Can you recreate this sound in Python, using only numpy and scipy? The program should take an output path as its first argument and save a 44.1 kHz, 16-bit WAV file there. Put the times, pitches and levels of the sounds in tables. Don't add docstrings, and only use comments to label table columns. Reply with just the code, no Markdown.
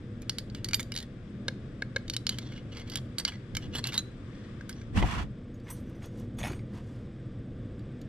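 import sys
import numpy as np
from scipy import signal
from scipy.fft import rfft, irfft
from scipy.io import wavfile

SR = 44100
rng = np.random.default_rng(int(sys.argv[2]) if len(sys.argv) > 2 else 0)


def nominal_scale(level):
    x = np.asarray(level, float) / 20
    return 10 ** x


def wav_record(signal):
    frames = np.transpose(np.atleast_2d(signal))
    bounded = np.clip(frames, -1, 1)
    quanta = np.round(bounded * 32767).astype(np.int16)
    wavfile.write(sys.argv[1], SR, quanta)


N = 356328

# pitch in Hz, level in dB.
WALL_MODES = [(1400, -16.5), (1700, -14.5), (2150, -9), (2330, -12.5), (2930, -12), (3360, -7.5),
              (3720, -5.5), (4150, -1.5), (4620, 2.5), (5400, 0.5), (6100, 3.5), (6700, 2.5), (7400, 8.5),
              (8500, 9.5), (9300, 8), (10300, 6.5), (12300, 5), (13400, -6), (14600, -22)]
GLASS_HZ = [5360, 5975, 6605, 8270, 8580, 9302, 9464, 10275, 11510, 11720, 12200, 12480, 13730, 14200]
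# level in dB, time to fall by 60 dB in seconds.
GLASS_RING = [(-24, .15), (-7, .28), (-13, .3), (-4, .14), (-11, .2), (-6, .23), (-15, .2), (-9, .2),
              (-15, .18), (-13, .18), (-8, .11), (-14, .15), (-17, .15), (-13, .13)]
# peak time in seconds, swell in ms per 20 dB,
# fade in ms per 20 dB, rasp level in dB, brightness in dB.
SLIDE_STROKES = [(4.976, 30.5, 39, -33.5, 0.5), (5.0, 27, 24, -37, 3), (5.028, 19, 15, -36, -5),
                 (5.06, 42, 72, -40.5, 2), (5.13, 92, 94, -37.5, 1), (5.195, 101, 57, -41, -3),
                 (5.228, 42, 15, -44.5, -2), (5.7, 46, 54, -49.5, 4), (5.77, 98, 65, -63, 14),
                 (5.9, 150, 150, -66.5, 3), (6.045, 40, 45, -52.5, 8.5), (6.2, 113, 73, -59, 9),
                 (6.392, 13, 58, -47.5, 9), (6.455, 56.5, 127, -43, 4), (6.77, 61, 57, -52, 4),
                 (6.9, 176, 233, -66.5, 11)]
LET_GO_S = 5.6


def rms_one(x):
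    return x / np.sqrt(np.mean(x ** 2) + 1e-20)


def in_time(rows):
    s, *columns = np.transpose(rows)
    return [np.interp(np.arange(N) / SR, s, c) for c in columns]


def at_hz(points, hz):
    curve_hz, value = np.transpose(points)
    return np.interp(np.log(hz), np.log(curve_hz), value)


def drift(rate):
    r = np.exp(-80 * np.pi * rate / SR)
    slow = signal.lfilter([1], [1, -2 * r, r * r], rng.standard_normal(N // 40 + 2002))[2000:]
    return np.interp(np.arange(N) / 40, np.arange(len(slow)), rms_one(slow))


def shaped(noise, gain_db):
    hz = np.fft.rfftfreq(noise.shape[-1], 1 / SR).clip(5)
    return irfft(rfft(noise) * nominal_scale(gain_db(hz)), noise.shape[-1])


def filtered(x, order, hz, kind="low"):
    return signal.sosfilt(signal.butter(order, hz, kind, fs=SR, output="sos"), x)


def modes(hz, db, t60, seconds):
    t = np.arange(int(seconds * SR))[:, None] / SR
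    sines = np.sin(2 * np.pi * hz * t) * np.tanh(2 * hz * t)
    return (nominal_scale(db - 60 * t / t60) * sines).sum(axis=1)


def add(out, sound, s, peak_db):
    i = round(s * SR)
    out[i:i + len(sound)] += (nominal_scale(peak_db) * sound / np.abs(sound).max())[:N - i]


def slips(per_s, spread_db):
    size = nominal_scale(spread_db * np.minimum(rng.exponential(1, N), 5)) * rng.choice([-1, 1], N)
    return size * (rng.random(N) < per_s / SR)


def strokes(rows):
    t = np.arange(0, N / SR + .002, .001)[:, None]
    s, swell, fade, db, *columns = np.transpose(rows)
    away = 1000 * np.maximum((s - t) / swell, (t - s) / fade)
    power = nominal_scale(2 * (db - 20 * away ** 1.61)) + 1e-14
    total = power.sum(axis=1)
    led = [power @ c / total for c in columns]
    return in_time(np.transpose([t[:, 0], 10 * np.log10(total), *led]))


def air(gain_db):
    # pitch in Hz, likeness of left and right from 0 to 1.
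    likeness = [(60, 1), (180, 1), (550, 0.89), (1000, 0.42), (2000, 0.36), (4200, 0.24), (7000, 0.17),
                (15000, 0.1)]
    # pitch in Hz, left minus right in dB.
    air_lean = [(60, 1), (240, 0), (950, 5), (3770, 7), (15000, -0.5)]

    def side_db(hz):
        alike = at_hz(likeness, hz)
        return gain_db(hz) + 10 * np.log10((1.01 - alike.clip(0, 1)) / (1 + alike))

    mid, side = rng.standard_normal((2, N))
    mid, side = shaped(mid, gain_db), shaped(side, side_db)
    left = shaped(mid + side, lambda hz: at_hz(air_lean, hz) / 2)
    right = shaped(mid - side, lambda hz: -at_hz(air_lean, hz) / 2)
    return np.array([np.roll(left, 2), right]) / mid.std()


def ventilation():
    # pitch in Hz, dB per Hz.
    hum = [(12, -33), (20, -4.5), (81, -4.5), (112, 2.5), (129, 3), (146, -5.5), (195, -4.5), (286, -8),
           (346, -10), (419, -18), (476, -14), (900, -36.5), (1170, -78)]
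    # time in seconds, gain in dB.
    hum_gain = [(0, -0.5), (.8, 1), (1.2, -2), (1.45, 0.5), (2.2, 0.5), (3.0, 0.5), (3.42, -2.5), (3.68, 3),
                (4.1, 0.), (5.6, -1), (6.2, 1.5), (7.0, 0.5), (8.08, 1.5)]
    # pitch in Hz, width in Hz, level in dB.
    duct = [(59, 8.7, -68.5), (115.3, 27, -55.5), (206.6, 6.6, -53.5), (240.4, 8.2, -55), (488.6, 12, -69)]
    # pitch in Hz, dB per Hz.
    hiss = [(530, -58), (900, -9.5), (1190, -0.5), (1300, -4), (1600, -2), (2960, -11.5), (3480, -8.5),
            (4210, -19), (5020, -16), (6130, -23.5), (8330, -24), (15000, -57)]
    # time in seconds, gain in dB.
    hiss_gain = [(0, 2.5), (4.0, 3.5), (4.4, 5.5), (5.4, 0.5), (8.08, 2)]
    hum_db = -41.5 + in_time(hum_gain)[0] + 0.32 * drift(4.6)
    out = nominal_scale(hum_db) * air(lambda hz: at_hz(hum, hz))
    for hz, width, db in duct:
        out += nominal_scale(db) * air(lambda f: -20 * np.log10(1 + ((f - hz) / width * 2) ** 2))
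    hiss_db = -65.5 + in_time(hiss_gain)[0] + .5 * drift(2.1)
    return out + nominal_scale(hiss_db) * air(lambda hz: at_hz(hiss, hz))


def whirr():
    # time in seconds, chirps per second.
    chirp_pace = [(0.0, 17), (8.08, 15)]
    turns = np.cumsum(in_time(chirp_pace)[0]) / SR + 0.088
    gate = np.maximum(np.cos(2 * np.pi * turns), 0) ** 2.7
    tone = shaped(rng.standard_normal(N), lambda hz: -20 * np.log10(1 + ((hz - 8050) / 150) ** 2))
    return nominal_scale(-81.5) * gate * rms_one(tone)


def taps():
    # start in seconds, peak
    # in dB, strongest ring in Hz, wood heard through the glass in dB, treble (hardness) in dB.
    near_taps = [(0.2195, -36.5, 2480, -18, 13), (0.2957, -11, 4530, -8, -5.5),
                 (0.385, -15.5, 4900, -9.5, -2.5), (0.4998, -39, 4500, -19, -18),
                 (0.5487, -26.5, 3450, 4, -10), (0.6453, -16.5, 4560, -12, 5), (0.6872, -20, 4600, -3, 7),
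                 (0.7105, -30.5, 2900, 13, -1), (0.7336, -12, 2400, -4, -15), (0.7441, -7.5, 4800, -24, -4),
                 (0.7955, -21, 3550, 11, -3), (0.829, -29, 3830, -17, 4), (0.92, -22, 2900, 3, -2),
                 (0.9405, -29, 3940, -13, -2), (0.9633, -18, 3880, -30, -8), (0.9755, -20, 4330, -19.5, -5),
                 (0.987, -24.5, 4000, -24, -7), (0.992, -32, 3590, -16, -3), (1.003, -28, 3920, -18, -5),
                 (1.0266, -32.5, 3620, -26, 2), (1.5035, -48, 4200, -25, -7), (1.983, -44, 4200, -23, -8),
                 (2.0805, -32, 3730, -6, -17), (2.099, -15, 4420, -41, -7), (2.137, -24.5, 4440, -27, -17),
                 (2.1444, -30, 3080, -30, -10), (2.1657, -12.5, 4030, -21, -3)]
    next_taps = [(2.268, -11, 4420, -13, -15.5), (2.2928, -10, 4130, -22, -4), (2.386, -19, 3380, -3, -4.5),
                 (2.522, -39.5, 2870, 16, 2), (2.578, -40, 2800, 13, -9), (2.722, -44, 3000, -1, -11),
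                 (2.749, -41, 4700, 11, -4), (2.77, -33, 3350, 4, -14), (2.795, -47, 4200, -10, 0),
                 (2.801, -39, 2960, -3, -3), (2.819, -47, 4730, -1, -5), (2.876, -42, 3330, -5, -3),
                 (2.899, -26.5, 4630, -15, 4), (2.9183, -32, 3000, -10.5, -10), (2.937, -33, 4600, -1, -16),
                 (2.9568, -13.5, 3340, -17, 1), (2.972, -23, 3420, -28, 3), (3.184, -14.5, 4640, -10, -7),
                 (3.199, -19.5, 4640, -21, -5), (3.2507, -11, 4520, -3.5, -16), (3.279, -24.5, 2900, -7, 0),
                 (3.321, -35.5, 1960, 21, 0), (3.551, -21, 3320, 1, -11), (3.5685, -15, 3080, 4, 3),
                 (3.8417, -19.5, 4130, -3, -4), (3.727, -49, 2900, 3, -7), (3.744, -39, 2880, -2, -3),
                 (3.7512, -31, 2920, 6, -6), (3.8716, -16, 4930, -19, 4), (3.922, -30.5, 1470, 10.5, -4),
                 (3.932, -27, 3580, 9, -5), (3.943, -22, 3520, -12, -6), (3.979, -14, 4130, -26, 8)]
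    settling_ticks = [(4.6107, -42, 1630, -3, -9), (4.6939, -24, 1580, 4, 12), (4.728, -46, 5030, -15, 2),
                      (4.815, -42, 1630, 9, -10), (5.6, -48, 1730, -4, 2), (6.504, -43, 4460, -10, -4),
                      (6.5201, -34, 2330, -3, 10), (6.5335, -40, 2300, 1, 8), (6.5927, -43, 2500, 13, -4),
                      (6.7363, -50, 1940, -7, 0), (6.775, -45, 2580, -21, 0), (7.794, -48, 7440, -27, 3),
                      (8.015, -40, 6800, -20, 8)]
    # start in seconds, peak in dB, pitch in Hz,
    # time to fall by 60 dB in seconds.
    lone_rings = [
        (3.8409, -22, 4130, 0.022),
        (3.978, -17, 3980, 0.061),
        (3.991, -26, 3965, 0.045),
        (4.6095, -37.5, 1580, 0.018),
        (4.728, -40, 5140, 0.018),
    ]
    wall_hz, wall_db = np.repeat(np.transpose(WALL_MODES), 3, axis=1)
    out = np.zeros(N)
    rows = near_taps + next_taps + settling_ticks
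    bounce = np.zeros(130)
    bounce[[0, 58, 127]] = 1, .6, -.3
    for (s, db, hz, low_db, treble_db), luck in zip(rows, rng.standard_normal((len(rows), 3, len(wall_hz)))):
        softer_db = -15 - db
        high_db = -18 + treble_db - 0.061 * softer_db - 0.2 * max(low_db + 8.5, 0)
        pitch = wall_hz * (1 + .034 * luck[0])
        tilt_db = np.interp(pitch, [2400, 2900, 5460, 7930], [low_db + 4.5, 0, 0, high_db + 3])
        t60 = 0.048 * nominal_scale(0.089 * softer_db)
        damped = 0.23 * np.sqrt(t60) * (4000 / pitch) ** .5 * nominal_scale(2 * luck[2])
        ring = modes(pitch, wall_db + tilt_db + 4 * luck[1], damped, .12)
        ring += modes(pitch, wall_db + .6 * tilt_db + 13, .16 * damped, .12)
        ring += modes(hz * np.array([.994, 1.009]), 12, t60 * .85, .12)
        add(out, np.convolve(ring, bounce), s, db)
    for s, db, hz, t60 in lone_rings:
        add(out, modes(hz * np.array([.997, 1.006]), np.array([0, -6]), t60, .12), s, db)
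    return filtered(out, 2, 1100, "high")


def rubs():
    # peak time in seconds, swell in ms
    # per 20 dB, fade in ms per 20 dB, peak in dB, singing pitch in Hz.
    rub_strokes = [(.226, 6, 32, -64, 2400), (.31, 7, 100, -61, 4500), (.395, 2, 39, -52.5, 5070),
                   (.558, 5, 53, -55, 2900), (.655, 13, 20, -51, 4200), (.76, 21, 22, -53, 4560),
                   (.805, 24, 17, -45.5, 3530), (.952, 3, 20, -51, 3800), (.98, 20, 26, -49.5, 4080),
                   (1.006, 18, 25, -56, 4000), (1.032, 26, 22, -55.5, 3420), (2.138, 13, 17, -49, 4420),
                   (2.31, 23, 88, -52, 3080), (2.44, 86, 129, -58, 3440), (2.57, 113, 56, -58.5, 2900),
                   (2.735, 33, 42, -57, 2900), (2.782, 39, 60, -47.5, 2090), (2.885, 26, 35, -53, 2230),
                   (2.932, 34, 46, -48, 4600), (2.975, 26, 24, -50.5, 3230), (3.2, 22, 41, -49, 4600),
                   (3.285, 24, 25.5, -43.5, 2980), (3.33, 26, 41, -55.5, 2010), (3.642, 39, 39, -53, 2900),
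                   (3.755, 30, 49, -44, 2800), (3.787, 37, 20, -39.5, 4200), (3.86, 26, 38, -45.5, 2740),
                   (3.89, 30, 24, -44.5, 2760), (3.945, 27, 41, -39, 3650), (3.992, 27, 18, -44, 4100),
                   (4.42, 216, 145.5, -67, 1830), (4.705, 11, 37.5, -57.5, 1500),
                   (4.79, 76, 76, -62.5, 5800)]
    # pitch in Hz, width in Hz, level in dB.
    rubbed_tubes = [
        [(1880, 48, -9.5), (3590, 100, -12.5), (4130, 55, -12), (4950, 180, -13), (6130, 26, -19)],
        [(1730, 84, -4), (2045, 69, -1.5), (2980, 180, -5), (3330, 56, 1.5), (4200, 640, 5.5), (5680, 70, -2.5)],
    ]
    level_db, song_hz = strokes(rub_strokes)
    on_next = np.arange(N) > 2.25 * SR
    bright_db = np.where(on_next, -5.5, 7.5) + 0.88 * (level_db + 47.5)
    grains = nominal_scale(level_db + 2.8 * drift(60)) * rms_one(slips(per_s=4000., spread_db=3.2))
    place = np.digitize(drift(12), [-.43, .43]) + 3 * on_next
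    wall_hz, wall_db = np.transpose([mode for mode in WALL_MODES if mode[0] > 6400])
    out = 0
    for k, luck in enumerate(rng.standard_normal((6, 2, len(wall_hz)))):
        hz, width, db = np.transpose(rubbed_tubes[k // 3])
        width = (1.5 * width).clip(130, 900)
        pitch = hz * (1 + .015 * luck[0, :len(hz)])
        low = modes(pitch, db + 10 * np.log10(width), np.log(1000) / np.pi / width, .06)
        wood_hz = np.geomspace(1000, 6200, 9) * (1 + 0.048 * luck[1, :1])
        low += modes(wood_hz, db.max() + 17.0, 0.003, .06)
        high = modes(wall_hz * (1 + .04 * luck[0]), wall_db + 3 * luck[1], .01, .06)
        for body, gain_db in ((low, 0), (high, bright_db - 4.5)):
            here = grains * (place == k) * nominal_scale(gain_db)
            out += signal.oaconvolve(here, body / np.linalg.norm(body))
    song_width_hz = 110
    turn = np.exp(2j * np.pi * np.cumsum(song_hz) / SR)
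    song = filtered(grains / turn, 1, song_width_hz / 2) * turn
    return out[:N] + nominal_scale(-0.5) * np.sqrt(SR / song_width_hz) * song.real


def clinks():
    # start in seconds, peak in dB, favoured ring in Hz.
    touches = [(0.743, -20.5, 12480), (3.187, -22, 8270), (3.872, -34, 12480), (3.979, -29, 6605),
               (4.695, -38.5, 10275), (5.543, -54, 6605), (5.64, -59, 5975), (5.687, -53, 9302),
               (5.703, -46, 5975), (5.7005, -40, 14200), (5.702, -35.5, 12200), (5.703, -27, 8270),
               (5.706, -36, 9302), (5.719, -39, 8270), (5.728, -44, 10275), (5.8, -60, 12200),
               (5.876, -65, 5975), (5.951, -56, 5975), (6.024, -53, 6605), (6.044, -58, 5975),
               (6.371, -53, 6605), (6.386, -39, 10275), (6.387, -38, 8270), (6.389, -46.5, 5975),
               (6.393, -39, 6605), (6.411, -47, 8270), (6.43, -39, 6605), (6.431, -39, 10275),
               (6.448, -48, 11510), (6.447, -37.5, 5360), (6.459, -46, 5975), (6.455, -38, 10275),
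               (6.457, -44, 8580), (6.488, -49, 6605), (6.518, -54, 8580), (6.546, -49, 8580)]
    out, hz, (mode_db, t60) = np.zeros(N), np.array(GLASS_HZ), np.transpose(GLASS_RING)
    for (s, db, favoured), luck in zip(touches, rng.standard_normal((len(touches), 1300))):
        distance = np.abs(hz - favoured)
        struck_db = np.where(distance == distance.min(), 3, mode_db - 5 + 3 * luck[:len(hz)])
        chatter = luck ** 3 * nominal_scale(-32 - 24 * np.arange(len(luck)) / len(luck))
        chatter[0] = 1
        lasts = t60 * (0.78 if s > LET_GO_S else .1)
        ring = modes(hz, struck_db, lasts, .4)
        ring += modes(hz + 45 * luck[-len(hz):], struck_db - 15, lasts, .4)
        add(out, signal.oaconvolve(ring, chatter), s, db)
    return out


def pops():
    # start in seconds, peak in dB, length of the push in seconds, upper modes in dB.
    jerks = [
        (1.4824, -17, 0.0035, 7.5),
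        (1.8216, -23, 0.0034, -3),
        (1.962, -17, 0.0053, 1.5),
    ]
    # pitch in Hz, level in dB, time to fall by 60 dB in seconds.
    column = [(550, -9, 0.025), (1060, -33, 0.046), (1646, -7, 0.015), (2174, -12.5, 0.019),
              (2520, -17, 0.02), (3080, -24.5, 0.034), (3830, -12, 0.0076), (4200, -1, 0.0087),
              (4970, -1.5, 0.002), (5870, -21.5, 0.016), (9000, -30, 0.016), (9900, -21, 0.013),
              (12200, -39, 0.017)]
    out = np.zeros(N)
    hz, mode_db, t60 = np.transpose(column)
    t = np.arange(400) / SR
    for (s, db, push, upper_db), luck in zip(jerks, rng.standard_normal((len(jerks), 400))):
        drive = np.cos(2 * np.pi * np.outer(t, hz[2:4])).sum(axis=1) + 2.0 * luck
        drive = drive * (t < push) + 20.0 * (t == 0)
        body = modes(hz, mode_db + upper_db * (hz > 2800), t60, .1)
        add(out, np.convolve(body, drive), s, db)
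    return out


def slides():
    # peak time in seconds, swell in ms per 20 dB,
    # fade in ms per 20 dB, rumble in dB.
    shakes = [
        (4.97, 37, 104, -26.5),
        (5.035, 30, 51, -25.5),
        (5.19, 295, 133, -36),
        (6.46, 91, 140, -39),
        (3.55, 36, 38, -43),
        (3.68, 80, 90, -45.5),
    ]
    # pitch in Hz, dB per Hz.
    rasp_colour = [(180, -31), (300, -21), (509, -18), (968, -2.5), (2250, -8), (2880, -14), (8560, -25),
                   (9290, -28), (12700, -39.5), (15500, -44)]
    # pitch in Hz, width in Hz, height in dB.
    bench = [(680, 110, 9), (1025, 160, 1.5), (1910, 150, 4.5), (2900, 300, 9), (3380, 170, 8),
             (4440, 220, 3.5), (5750, 290, 3.5), (9350, 250, -11)]

    def colour(hz):
        humps = sum(db / (1 + ((hz - top_hz) / width * 2) ** 2) for top_hz, width, db in bench)
        return at_hz(rasp_colour, hz) + humps

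    rasp_db, bright_db = strokes(SLIDE_STROKES)
    rumble_db, = strokes(shakes)
    mid, side = (rms_one(shaped(slips(per_s=9000., spread_db=0.5), colour)) for _ in range(2))
    rasp = mid + .9 * side * [[1], [-1]]
    top = filtered(rasp, 2, 4500, "high")
    brightened = rasp + (nominal_scale(bright_db + 1.0 * drift(50)) - 1) * top
    rasp = nominal_scale(rasp_db - 1.5 + 1.2 * drift(70)) * brightened
    rumble = filtered(rng.standard_normal((2, N)), 1, [35, 90], "band")
    rumble = filtered(rumble, 2, 320)
    return rasp + nominal_scale(rumble_db + 4) * rms_one(rumble[0] + .55 * rumble[1] * [[1], [-1]])


def knocks():
    # start in seconds, peak in dB, ring in Hz.
    base_knocks = [(4.959, -37, 686), (4.975, -16.5, 1060), (5.006, -29, 970), (5.018, -29, 1910),
                   (5.026, -14, 705), (5.066, -35, 890), (5.09, -27, 2900), (5.121, -32, 1090),
                   (5.158, -37, 1200), (5.67, -37, 2150), (5.683, -38, 3400), (5.69, -43, 2100),
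                   (6.023, -37.5, 2260), (6.042, -36, 3420), (6.387, -29, 3410), (6.404, -28.5, 2160),
                   (6.414, -28, 2340), (6.431, -22, 3350), (6.438, -19.5, 2240), (6.448, -22, 2210),
                   (6.456, -20.5, 2200), (6.469, -22.5, 826), (6.482, -29, 2260), (6.504, -36, 850),
                   (6.532, -31, 1670)]
    # pitch in Hz, level in dB.
    wood = [(650, 12.5), (850, 7.5), (1150, 6), (1550, -7), (1950, 12), (2250, -3), (2500, 10), (2900, -6),
            (3400, 6), (3800, -6), (4800, -19)]
    # start in seconds, peak in dB, pitch in Hz,
    # time to fall by 60 dB in seconds.
    thuds = [
        (4.976, -19.5, 193, .1),
        (5.034, -28, 900, 0.051),
        (5.042, -26, 746, 0.034),
        (6.512, -30.5, 328, 0.02),
    ]
    out, (wood_hz, wood_db) = np.zeros(N), np.transpose(wood)
    for (s, db, hz), luck in zip(base_knocks, rng.standard_normal((len(base_knocks), 2, len(wood)))):
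        t60 = 0.043 * (1000 / hz) ** 0.25
        body = modes(wood_hz * (1 + 0.056 * luck[0]), wood_db + 4 * luck[1], 0.48 * t60, .1)
        add(out, body + modes(np.array([hz]), 10.5, t60, .1), s, db - 5.5)
    for s, db, hz, t60 in thuds:
        add(out, modes(np.array([hz]), 0, t60, .1), s, db)
    return out


def jingle():
    rasp_db, bright_db = strokes(SLIDE_STROKES)
    mode_db, t60 = np.transpose(GLASS_RING)
    i = np.arange(N)
    touches = slips(per_s=160.0, spread_db=5.5) * (i > LET_GO_S * SR) * (i < 6.62 * SR)
    ring = modes(np.array(GLASS_HZ), .5 * mode_db, .2 * t60, .2)
    shaken = nominal_scale(rasp_db - 21 + 0.34 * bright_db) * rms_one(touches)
    return signal.oaconvolve(shaken, ring / np.linalg.norm(ring))[:N]


def ports(x):
    # pitch in Hz, gain in dB.
    shade = [(8000, -1), (10000, -5), (12000, -10)]
    t = np.arange(1500) / SR
    scatter = np.diff(rng.standard_normal(1501)) * nominal_scale(-30 - 60 * t / .016)
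    apart = signal.oaconvolve(x, scatter)[:N]
    left = shaped(signal.lfilter([0, 0, .6], [1, -.4], x), lambda hz: at_hz(shade, hz))
    return np.array([nominal_scale(3.3) * left + .6 * apart, nominal_scale(3.) * x - apart])


def room(x):
    t = np.arange(SR // 2) / SR
    noise = rng.standard_normal((2, 2, len(t))) * (t > .004)
    dull = signal.lfilter([.3], [1, -.8], noise[0])
    tail = dull * nominal_scale(-60 * t / 0.36) + 0.85 * noise[1] * nominal_scale(-60 * t / 0.3)
    return nominal_scale(-49.5) * signal.oaconvolve(x[None], tail, axes=1)[:, :N]


def housing(pair):
    # pitch in Hz, left minus right in dB.
    bench_lean = [(60, 2), (250, -5), (500, -1), (1000, -10), (2000, 0.5), (4000, 3), (7000, -1.5),
                  (11000, -10)]
    left = shaped(pair[0], lambda hz: at_hz(bench_lean, hz) / 2)
    right = shaped(pair[1], lambda hz: -at_hz(bench_lean, hz) / 2)
    return np.array([np.roll(left, 2), right])


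def scene():
    rack = taps() + pops() + clinks() + rubs() + jingle()
    return ports(rack) + room(rack) + housing(knocks() + slides()) + ventilation() + whirr()


def top_cut(x):
    return signal.sosfilt(signal.butter(12, 16660, fs=SR, output="sos"), x)


def record(dry):
    # time in seconds, share of the side signal kept.
    stereo_width = [(0, 0.82), (4.9, 0.95), (5.25, 0.85), (5.5, 0.05), (6.3, .02), (8.08, 0.14)]
    mid = (dry[0] + dry[1]) / 2
    side = (dry[0] - dry[1]) / 2 * in_time(stereo_width)[0]
    both = filtered([mid + side, mid - side], 8, 14300)
    return top_cut(both)


dry = scene()
out = record(dry)
wav_record(out)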